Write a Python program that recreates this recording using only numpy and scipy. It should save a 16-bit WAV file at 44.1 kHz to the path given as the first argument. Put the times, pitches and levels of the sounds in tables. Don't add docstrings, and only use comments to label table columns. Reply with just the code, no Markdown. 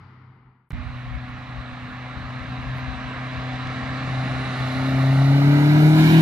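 import sys
import numpy as np
from scipy import signal
from scipy.io import wavfile
from scipy.ndimage import uniform_filter1d

SR = 44100
rng = np.random.default_rng(int(sys.argv[2]) if len(sys.argv) > 2 else 0)


def convert_level_to_amplitude(level_db):
    exponent = np.asarray(level_db, float) / 20
    return 10 ** exponent


def to_wav(sig):
    pcm = np.clip(np.atleast_2d(sig), -1, 1) * 32767
    pcm = np.round(pcm).astype(np.int16)
    wavfile.write(sys.argv[1], SR, pcm.T)


N = 273861
T = np.arange(N) / SR
FRAME_S = np.arange(N // 256 + 5) * 256 / SR
HZ = np.fft.rfftfreq(1024, 1 / SR)[:, None]
OPEN_S = 4.58


def read(points, hz=HZ):
    f, value = np.transpose(points)
    return np.interp(np.log(hz + 1), np.log(f + 1), value)


def curves(rows, t):
    s, *columns = np.transpose(rows)
    return [np.interp(t, s, c) for c in columns]


def bumps(rows, t):
    return sum(db * np.clip(1 - abs(t - s) / half, 0, 1) for s, db, half in rows)


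def drift(rate_hz):
    f, phase = np.geomspace(rate_hz / 12, rate_hz, num=16), rng.random(16)
    coarse = np.sin(2 * np.pi * (f * FRAME_S[:, None] + phase)) @ f ** -.5
    return np.interp(T, FRAME_S, coarse / coarse.std())


def noise(shape_db, level_db, lo_hz, hi_hz, same, tilt_db, lag, patchy_db):
    a, b, c, d, patches = rng.standard_normal((len(level_db), 513, 5)).T
    patches = uniform_filter1d(uniform_filter1d(patches, size=10, axis=0), size=12, axis=1)
    shape = convert_level_to_amplitude(shape_db + 0 * level_db)
    band = (HZ[:, 0] > lo_hz) & (HZ[:, 0] < hi_hz)
    shape = shape / np.sqrt((shape[band] ** 2).sum(0))
    shape = shape * convert_level_to_amplitude(level_db + patchy_db * patches / patches.std())
    same = np.clip(same, 0, 1)
    right = a + 1j * b
    left = (same * right + np.sqrt(1 - same ** 2) * (c + 1j * d)) * np.exp(-1j * lag)
    z = np.array([left * convert_level_to_amplitude(tilt_db / 2), right * convert_level_to_amplitude(-tilt_db / 2)]) * shape
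    sound = signal.istft(z, nperseg=1024, noverlap=768)[1][:, :N] * 0.9
    return np.pad(sound, ((0, 0), (0, N - sound.shape[1])))


def tone(turns, db, waver_db, lag_turns=0):
    size = np.sqrt(2) * convert_level_to_amplitude(db + waver_db * drift(14.))
    phase = turns + rng.random()
    return size * np.sin(2 * np.pi * np.array([phase - lag_turns, phase])) * convert_level_to_amplitude([[.6], [-.6]])


# frequency in Hz, level in dB.
LEAVING_COLOUR = [(88, -38), (150, -14), (166, -2.5), (255, -8), (283, -12), (405, -13.5), (581, -26.5),
                  (891, -12.5), (1300, -11), (1620, -21), (2100, -16.5), (2380, -24), (2600, -29),
                  (3000, -26), (3280, -32), (4770, -31.5), (6390, -51), (9000, -60), (11700, -98),
                  (19800, -120)]
# frequency in Hz, left over right in dB.
LEAVING_LEAN = [(60, 1.5), (120, 1.5), (240, 1.0), (470, 0.5), (940, 3.6), (1870, 9.1), (3730, 2.5),
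                (7410, 3.5), (14800, 0.5)]
# frequency in Hz, likeness 0-1.
LEAVING_LIKENESS = [(60, 0.86), (150, 0.99), (380, 0.93), (940, 0.88), (2350, 0.32), (5890, 0.26),
                    (14800, 0.15)]
# time in seconds, change in dB, half length in seconds.
LEAVING_FLUTTER = [
    (.03, -1, 0.055),
    (.19, 1, 0.042),
    (.3, 7, .04),
    (.33, -4, 0.024),
    (.47, 6, 0.033),
]
# time in seconds, change in dB, half length in seconds.
LEAVING_AIR = [
    (.45, 11, .12),
]
# frequency in Hz, level in dB.
AIR_COLOUR = [(25, -36), (36, -14), (50, 3), (75, -8), (110, 0), (160, -24.5), (260, -26), (500, -78),
              (9000, -110)]
# frequency in Hz, level in dB.
HISS_COLOUR = [(6000, -20), (8500, -5), (10500, 0), (13500, -1), (14400, -1.5), (15300, -6)]


def leaving():
    tone_level_db, roar_level_db, faded_s = -47.5, -54.5, 0.75
    fade_db = 20 * np.log10(np.clip(1 - T / faded_s, .001, 1))
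    first_db = tone_level_db + fade_db + bumps(LEAVING_FLUTTER, T)
    lower_db = -51 + fade_db - 8 * np.clip((T - .25) / .06, 0, 1)
    turns = 127 * T
    tones = tone(turns, first_db, 0.53)
    tones += tone(.75 * turns, lower_db, 3.5)
    tones += tone(1.96 * turns, tone_level_db + fade_db - 15.5, 1.4)

    frames = FRAME_S[:len(FRAME_S) // 8]
    frame_fade_db = np.interp(frames, T, fade_db)
    roar_db = roar_level_db + frame_fade_db
    duller = (HZ / 1000) ** 2 * frames * 0.86
    roar = noise(read(LEAVING_COLOUR) - duller, roar_db + 3.5, 700, 3000,
                 read(LEAVING_LIKENESS), read(LEAVING_LEAN), 0, 0.48)
    low_db = roar_db - 3 + bumps(LEAVING_AIR, frames)
    low = noise(read(AIR_COLOUR), low_db, 25, 95, .97, 0, 0, 1.1)
    hiss = noise(read(HISS_COLOUR), frame_fade_db - 94, 9000, 12800, .3, 0, 0, 2.)
    return tones + roar + low + hiss


# time in seconds, tyre roar in dB, left port lag in ms, nearness from 0 up,
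# echo notch in Hz.
APPROACH = [(.7, -44, 0.0011, .01, 980), (1.3, -42, .001, 0.013, 934), (2.4, -39, .0012, 0.15, 910),
            (3, -36.5, .001, 0.098, 868), (4, -34, 0.00091, 0.4, 945), (4.7, -31.5, 0.003, 0.58, 980),
            (5, -31.5, 0.01, 0.66, 970), (5.2, -32, 0.0087, 0.84, 1010), (5.4, -30, 0.08, 0.73, 1053),
            (5.8, -28, 0.12, 0.82, 1097), (5.93, -29, 0.11, 1.2, 1100), (6, -25.5, 0.088, 1.75, 1160),
            (6.13, -25.5, 0.18, 1.8, 1260), (6.21, -27, 0.14, 2.6, 1260)]
# frequency in Hz, level in dB per Hz.
FAR_COLOUR = [(200, -61), (340, -9.5), (599, -5), (632, -16), (704, 0.5), (753, -1.5), (897, -3.5),
              (1040, 1), (1500, -1), (1670, -1), (2000, -4), (2330, -4.5), (2750, -8), (3100, -12.5),
              (3940, -14), (4890, -25), (8500, -42), (11000, -41.5), (18700, -120)]
NEAR_COLOUR = [(250, -20.5), (420, 2.5), (477, -7.5), (617, -7), (954, -5), (1070, -5), (1250, -9),
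               (1740, -9.5), (2220, -13), (3270, -19.5), (4060, -19), (4620, -25), (9000, -43),
               (11700, -41.5), (19800, -120)]
ABREAST_COLOUR = [(250, -27), (420, -22), (484, -20), (711, -7.5), (872, -14), (954, -9.5), (1310, -14),
                  (1550, -10), (1860, -17.5), (2310, -10), (2660, -16), (2950, -12), (3300, -17),
                  (3620, -15.5), (4300, -21.5), (4800, -28.5), (6500, -33.5), (9000, -41), (11700, -54),
                  (19800, -120)]
# frequency in Hz, level in dB.
RUMBLE_COLOUR = [(30, -17.5), (48, 5), (70, -10), (110, 13), (200, 7), (290, 12), (350, -60), (700, -33.5),
                 (7000, -39), (9500, -87)]
# frequency in Hz, likeness 0-1.
PORT_LIKENESS = [(100, .99), (500, .96), (1000, .88), (1500, .8), (2300, .87), (3300, .55), (4300, .7),
                 (6000, .5), (10000, .25)]
# frequency in Hz, lag in radians.
PORT_LAG = [(100, .05), (700, 0.53), (1500, 0.92), (2500, 0.54), (3600, 1.28), (4200, 0.29), (6000, 1.07),
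            (9000, 2)]
# frequency in Hz, left over right in dB.
LEAN_FAR = [(100, -2), (700, 2), (1200, -0.5), (1900, -4.5), (2600, -3), (3300, 2.5), (3900, -11.5),
            (4400, -1), (5200, 3.5), (6500, 7), (9000, 8)]
LEAN_NEAR = [(100, 16), (700, -1), (1200, 2), (1900, -11), (2300, -7.5), (3200, -3.5), (3900, 0),
             (4800, -2), (6500, 6), (9000, 7)]
# frequency when far in Hz, readiness to slide 0-1, share of the depth.
ECHO_NOTCHES = [(414, 1, .8), (920, 1, 1), (1518, 1, 1), (2500, .2, .7), (3150, .22, .7)]
# time in seconds, centre in Hz, half width in Hz, depth in dB.
HISS_VALLEY = [(.7, 11000, 1200, 3), (2, 10600, 1000, 7), (2.78, 10000, 600, 4), (3, 10800, 1100, 9),
               (3.4, 10600, 1200, 4), (3.7, 10900, 1100, 14), (4, 11000, 1100, 20), (4.2, 11700, 700, 20),
               (4.6, 11700, 400, 18), (4.8, 11400, 300, 12), (5.05, 11000, 550, 21), (5.2, 11500, 400, 18),
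               (5.25, 11500, 400, 0), (5.35, 9500, 700, 0), (5.44, 9500, 800, 9), (5.48, 9500, 700, 2),
               (5.54, 9600, 700, 14), (5.62, 9700, 400, 3), (5.77, 9500, 800, 12), (5.85, 9900, 400, 10),
               (5.95, 9000, 400, 9), (6.02, 9000, 400, 2), (6.12, 9400, 400, 10), (6.21, 9300, 500, 2)]
# time in seconds, change in dB, half length in seconds.
LEAF_RUSTLE = [
    (2.78, 11, 0.074),
]


def road():
    roar_db, lag_ms, near, notch_hz = curves(APPROACH, FRAME_S)
    first, second = np.clip(near, 0, 1), np.clip(near - 1, 0, 1)
    colour = (1 - first) * read(FAR_COLOUR) + (first - second) * read(NEAR_COLOUR)
    colour = colour + second * read(ABREAST_COLOUR)
    depth_db = np.interp(near, [0, 1, 2], [5, 14, 5])
    width_hz = 36 + near / 60 * np.array([[f] for f, _, _ in ECHO_NOTCHES])
    for (f, slide, share), width in zip(ECHO_NOTCHES, width_hz * 0 + 1):
        centre_hz = f * (notch_hz / 920) ** slide
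        width = 36 + f / 60 * near
        colour = colour - 1.4 * share * depth_db / (1 + ((HZ - centre_hz) / width) ** 2)
    valley_hz, valley_width, valley_depth_db = curves(HISS_VALLEY, FRAME_S)
    valley_db = valley_depth_db * np.exp(-((HZ - valley_hz) / valley_width) ** 4)
    colour = colour - valley_db

    turned = np.clip(lag_ms / 0.21, 0, 1)
    lean = (1 - turned) * read(LEAN_FAR) + turned * read(LEAN_NEAR)
    same = read(PORT_LIKENESS) ** (1 + 1.6 * turned * np.clip(HZ / 1200, 0, 1) ** 2)
    lag = read(PORT_LAG) + 2 * np.pi * HZ * lag_ms / 1000
    roar = noise(colour, roar_db + 3.5, 500, 4500, same, lean, lag, 0.93)

    rumble_db = roar_db - 9 + 4.5 * np.clip(FRAME_S - OPEN_S, 0, None)
    rumble_colour = read(RUMBLE_COLOUR) - 5.2 * near * (HZ < 110)
    rumble = noise(rumble_colour, rumble_db - 3.5, 180, 225, 0.93, 1.3, lag, 3.5)

    heard = np.clip((FRAME_S - 4.13) / 1.0 + .5, 0, 1)
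    near_hiss_db = roar_db - 27.5 + 6.5 * (FRAME_S - OPEN_S)
    hiss_db = heard * near_hiss_db + (1 - heard) * -71.5 + bumps(LEAF_RUSTLE, FRAME_S)
    hiss_db = hiss_db - 8 * (1 - first)
    top_loss = np.clip((HZ - 13900) / 600, 0, 1) * np.clip(1.6 - abs(FRAME_S - 4.3) / .4, 0, 1)
    hiss_colour = read(HISS_COLOUR) - valley_db - 9 * top_loss
    hiss = noise(hiss_colour, hiss_db + 0.33, 9000, 12800, 0.15, .3, 0, .7)
    return roar + rumble + hiss


# time in seconds, level in dB.
EXHAUST_LEVEL = [(.72, -36), (1.3, -37.5), (2.1, -41), (2.5, -31), (3.2, -31.5), (3.75, -34.5), (4.1, -27),
                 (4.35, -28), (4.74, -29), (4.97, -19.5), (5.11, -16), (5.3, -14.5), (5.8, -14.5),
                 (6.21, -12)]
# time in seconds, change in dB, half length in
# seconds.
FIRING_FLUTTER = [(.76, -24, 0.11), (1.42, 3, 0.059), (1.47, -8, .03), (1.52, 4.5, 0.054),
                  (1.72, -9, 0.024), (1.85, 6, 0.16), (1.91, -18, 0.043), (2.1, 1, .05), (2.37, 8.5, 0.02),
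                  (2.43, -17, .05), (2.52, 2.5, 0.054), (2.64, -15, 0.027), (2.72, 7, 0.14),
                  (2.86, -9, 0.45), (3.31, -4, .03), (3.1, 2, 0.15), (3.77, 7, 0.075), (3.9, 2, 0.054),
                  (4.22, -3, .08), (4.31, 4, 0.021), (4.54, 1, .04), (4.63, 2, 0.055), (5.14, -2, .04),
                  (5.41, -2, .05), (5.86, 3.5, 0.065), (6.1, -2, 0.066), (6.16, 1.5, 0.044)]
OCTAVE_FLUTTER = [(.8, 4, 0.28), (1.48, -1.5, .08), (1.88, 1.5, 0.072), (2.05, -3, 0.14),
                  (2.36, 1.5, 0.072), (2.71, -3.5, .05), (4.16, 0, 0.073), (4.27, -3, 0.05),
                  (4.6, -3, 0.13), (5.11, -3.5, 0.47), (5.52, 1, 0.09), (5.98, 1.5, 0.085),
                  (6.07, -7, 0.046)]
# time in seconds, change in dB, half length in seconds.
BARKS = [
    (5.2, 3, .4),
    (5.78, 2.5, .08),
    (6.17, 2.5, .06),
]


def exhaust_levels():
    roar_db = curves(APPROACH, FRAME_S)[0]
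    since = np.clip(FRAME_S - OPEN_S, 0, None)
    opened = np.clip(since / 0.36, 0, 1)
    first_db = curves(EXHAUST_LEVEL, FRAME_S)[0] + bumps(FIRING_FLUTTER, FRAME_S)
    second_db = np.minimum(roar_db, -29.) - 2 + 11 * opened + bumps(OCTAVE_FLUTTER, FRAME_S)
    growl_db = np.minimum(roar_db - 19 + 26 * opened, -39) + bumps(BARKS, FRAME_S)
    quarter_db = roar_db - 17 + 10 * since
    return [np.interp(T, FRAME_S, db) for db in (first_db, second_db, quarter_db, growl_db)]


# time in seconds, frequency in Hz, level in dB.
WHINE_PATH = [(1, 1600, -77), (2.5, 1584, -48.5), (4.4, 1612, -44), (5, 1596, -46), (5.4, 1720, -55)]


def whine():
    hz, db = curves(WHINE_PATH, T)
    return tone(np.cumsum(hz) / SR, db, 1.3, 0.28) * convert_level_to_amplitude([[-5.5], [1.5]])


def growl(turns, growl_db):
    firing = np.floor(turns + .018 * drift(40.))
    cylinder = np.array([1, .12, .04, .15])[firing.astype(int) % 4]
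    pulses = (np.diff(firing, prepend=0) > 0) * cylinder * convert_level_to_amplitude(1.4 * rng.standard_normal(N))
    t = T[:600]
    ring = np.sin(2 * np.pi * 645 * t) * np.exp(-t / .0025) * (1 - np.exp(-t / .003))
    sound = signal.oaconvolve(pulses, ring)[:N]
    sound = convert_level_to_amplitude(growl_db) * sound / sound.std()
    return np.array([np.roll(sound, 4), sound])


# time in seconds, rate in Hz.
FIRING_RATE = [(.72, 123), (1.5, 124.5), (2, 125.5), (3, 127.1), (4, 128.4), (4.7, 129.1), (4.88, 131.8),
               (5, 131.6), (5.15, 134.3), (5.3, 138), (5.6, 145.7), (5.9, 154.2), (6, 157.2), (6.1, 159.2),
               (6.21, 161.6)]
QUARTER_ORDERS = [2, 3, 5, 6, 7, 9, 10, 11, 12, 13, 14]
QUARTER_LEVELS = [-13, -1, 1, -7, 1.5, -4, -15, -17, -29, -28, -31]
# multiple of the firing rate, level in dB.
CRUISE_TONES = [(2.25, -57), (5, -53.5), (6, -50), (7, -58)]


def engine():
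    first_db, second_db, quarter_db, growl_db = exhaust_levels()
    hz = curves(FIRING_RATE, T)[0] * (1 + 0.0022 * drift(9.))
    turns = np.cumsum(hz) / SR
    late = hz * (curves(APPROACH, T)[1] + 0.14) / 1000
    calm = np.clip((5.1 - T) / .5, .25, 1)
    out = tone(turns, first_db, 1.9 * calm, late)

    octave_turns = 2 * turns + .013 * (hz - 136)
    out += tone(octave_turns, second_db, 1.06 * calm, 2 * late) * convert_level_to_amplitude([[0.65], [-0.65]])
    for k, db in zip(QUARTER_ORDERS, QUARTER_LEVELS):
        out += tone(k / 4 * turns, db + quarter_db, 1 + 2 * calm, k / 4 * late)
    cruise_db = np.clip(1.3 * (quarter_db + 53), -11, 3) - 13 * np.clip((T - OPEN_S) / .3, 0, 1)
    for k, db in CRUISE_TONES:
        out += tone(k * turns, db + cruise_db, 3, k * late)

    pipe_hz, pipe_width_hz = 429, 11
    pipe_db = -39 - 20 * ((3 * hz - pipe_hz) / pipe_width_hz / 2) ** 4
    out += np.sqrt(2) * convert_level_to_amplitude(pipe_db) * np.sin(2 * np.pi * 3 * turns)
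    return out + growl(turns, growl_db) + whine()


# time in seconds, peak in dB, frequency in Hz, port (+1 left, -1 right).
EDDIES = [(0.739, -22, 72, -1), (0.778, -29, 68, -1), (0.817, -21, 77, -1), (0.887, -26, 65, -1),
          (0.988, -37, 72, -1), (1.072, -30, 64, -1), (1.128, -36, 85, -1), (1.16, -23, 71, 1),
          (1.177, -30, 79, -1), (1.196, -36, 71, 1), (1.304, -31, 71, -1), (1.346, -33, 64, -1),
          (1.403, -37, 70, -1), (1.494, -35, 72, -1), (1.551, -30, 70, 1), (1.593, -26, 59, 1),
          (1.594, -36, 68, -1), (1.734, -32, 76, -1), (1.834, -31, 80, -1), (2.176, -25, 68, 1),
          (2.211, -31, 78, 1), (2.259, -27, 63, 1), (2.421, -30, 67, 1), (2.499, -30, 79, 1),
          (2.594, -28, 60, 1), (2.636, -30, 74, 1), (2.68, -21, 52, 1), (2.783, -29, 69, 1),
          (2.836, -28, 80, 1), (2.926, -25, 65, 1), (2.975, -33, 74, 1), (3.069, -29, 73, 1),
          (3.172, -33, 72, 1), (3.39, -23, 73, 1), (3.54, -28, 59, 1), (3.682, -28, 62, 1),
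          (3.838, -28, 73, 1), (3.919, -29, 67, 1), (4.084, -31, 58, 1), (4.202, -31, 75, 1),
          (4.325, -29, 63, 1), (4.375, -30, 64, -1), (4.375, -29, 63, 1), (4.618, -25, 76, 1),
          (4.776, -26, 81, 1), (4.778, -29, 83, -1)]


def thumps():
    spread_s, leak_db = .011, -20
    t, out = np.arange(-2000, 2000) / SR, np.zeros((2, N))
    for (s, db, hz, port), turn in zip(EDDIES, rng.random(len(EDDIES))):
        slap = convert_level_to_amplitude(db) * np.exp(-.5 * (t / spread_s) ** 2) * np.cos(2 * np.pi * (hz * t + turn))
        ports = convert_level_to_amplitude([[leak_db * (port < 0)], [leak_db * (port > 0)]])
        out[:, round((s - .008) * SR) - 2000:][:, :4000] += slap * ports
    return out


# time in seconds, peak in dB, left over right in dB.
WIND_GUSTS = [(.74, -25.5, -7), (.88, -34, -12), (1.03, -49, -8), (1.13, -33, 22), (1.3, -48, -14),
              (1.58, -41, 23), (1.84, -45, -17), (2.17, -46, 20), (2.27, -40, 12), (2.42, -40, 21),
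              (2.69, -33, 1), (2.9, -34.5, 22), (3.07, -39, 5), (3.18, -47, -5), (3.38, -36, 10),
              (3.65, -36, 8), (3.76, -46, -8), (3.84, -47, 21), (3.93, -44, 23), (4.1, -37, 17),
              (4.21, -45, -6), (4.37, -33, 0), (4.62, -42, 14), (4.8, -34, 0), (4.95, -38, 20),
              (5.2, -37, -4), (5.44, -52, -8), (5.6, -55, -4), (5.79, -50, -5)]


def wind():
    s, peak_db, pan_db = np.transpose(WIND_GUSTS)[:, :, None]
    power = convert_level_to_amplitude(peak_db - 130 * abs(FRAME_S - s)) ** 2
    total = power.sum(0) + convert_level_to_amplitude(-43) ** 2
    pan = (power * pan_db).sum(0) / total
    buffeting = noise(read(AIR_COLOUR), 10 * np.log10(total) + 0.5, 25, 95, .35, pan, 0, .8)
    return buffeting + thumps()


# time in seconds, peak in dB.
STONES = [
    (3.672, -16),
]


def grit():
    t, out = T[:130], np.zeros(N)
    for s, db in STONES:
        envelope = t / .00012 * np.exp(-t / .00012)
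        out[round(s * SR):][:130] = convert_level_to_amplitude(db) * np.sin(2 * np.pi * 3200 * t) * envelope
    return out


def microphone(x):
    return signal.sosfilt(signal.butter(4, 42., "high", fs=SR, output="sos"), x)


def scene():
    cut, blip_on, blip_off = 30433, 31133, 31797
    n, tyres = np.arange(N), road()
    second = microphone(engine() + tyres + wind())
    since = np.clip(T - blip_on / SR, 0, 1)
    swing = .031 * np.cos(2 * np.pi * 136 * since) * (1 - (since / .0205) ** 3)
    blip = (swing + 0.93 * tyres) * (n >= blip_on) * (n < blip_off)
    lead_in = convert_level_to_amplitude(-30.) * tyres * (n < blip_on) * (n > blip_on - 150)
    fade = np.clip((n - blip_off) / SR / .011, .2, 1) ** 2 * (n >= blip_off)
    return microphone(leaving()) * (n < cut) + lead_in + blip + fade * second + grit()


def thinned(x):
    pair = np.array([[1, 0.9], [1, -1.016]]) / np.sqrt(2)
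    hz, _, z = signal.stft(pair @ x[:, 642:], SR, "cosine", nperseg=2048, noverlap=1024)
    top = (hz > 8000) & (hz < 15200)
    power = abs(z[:, top]) ** 2
    mean = uniform_filter1d(power.mean((0, 1)), size=5) + 1e-30
    ragged = rng.standard_normal((power.shape[1] // 16 + 1, power.shape[2]))
    ragged = np.repeat(ragged, 16, 0)[:power.shape[1]]
    quiet_db = np.interp(10 * np.log10(mean), [-106, -80], [5.8, -.5])
    colour_db = np.interp(hz[top], [8000, 8900, 10200, 14000, 15000], [-3, 4.5, 0, 0, -2])
    threshold_db = quiet_db + 2.6 * ragged + colour_db[:, None] * (mean < 1e-9)
    keep = power > mean * convert_level_to_amplitude(threshold_db) ** 2
    before = uniform_filter1d(power.sum((0, 1)), size=5)
    after = uniform_filter1d((power * keep).sum((0, 1)), size=5) + 1e-30
    z[:, top] *= keep * np.clip(np.sqrt(before / after), 1, 4)
    back = pair @ signal.istft(z, SR, "cosine", nperseg=2048, noverlap=1024)[1]
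    return np.concatenate([x[:, :642], back[:, :N - 642]], 1)


def roll_off(x):
    return signal.sosfilt(signal.butter(12, 15160, fs=SR, output="sos"), x)


def record(dry):
    floor = convert_level_to_amplitude(-106.0) * rng.standard_normal(dry.shape)
    return roll_off(thinned(dry) + floor)


dry = scene()
out = record(dry)
to_wav(out)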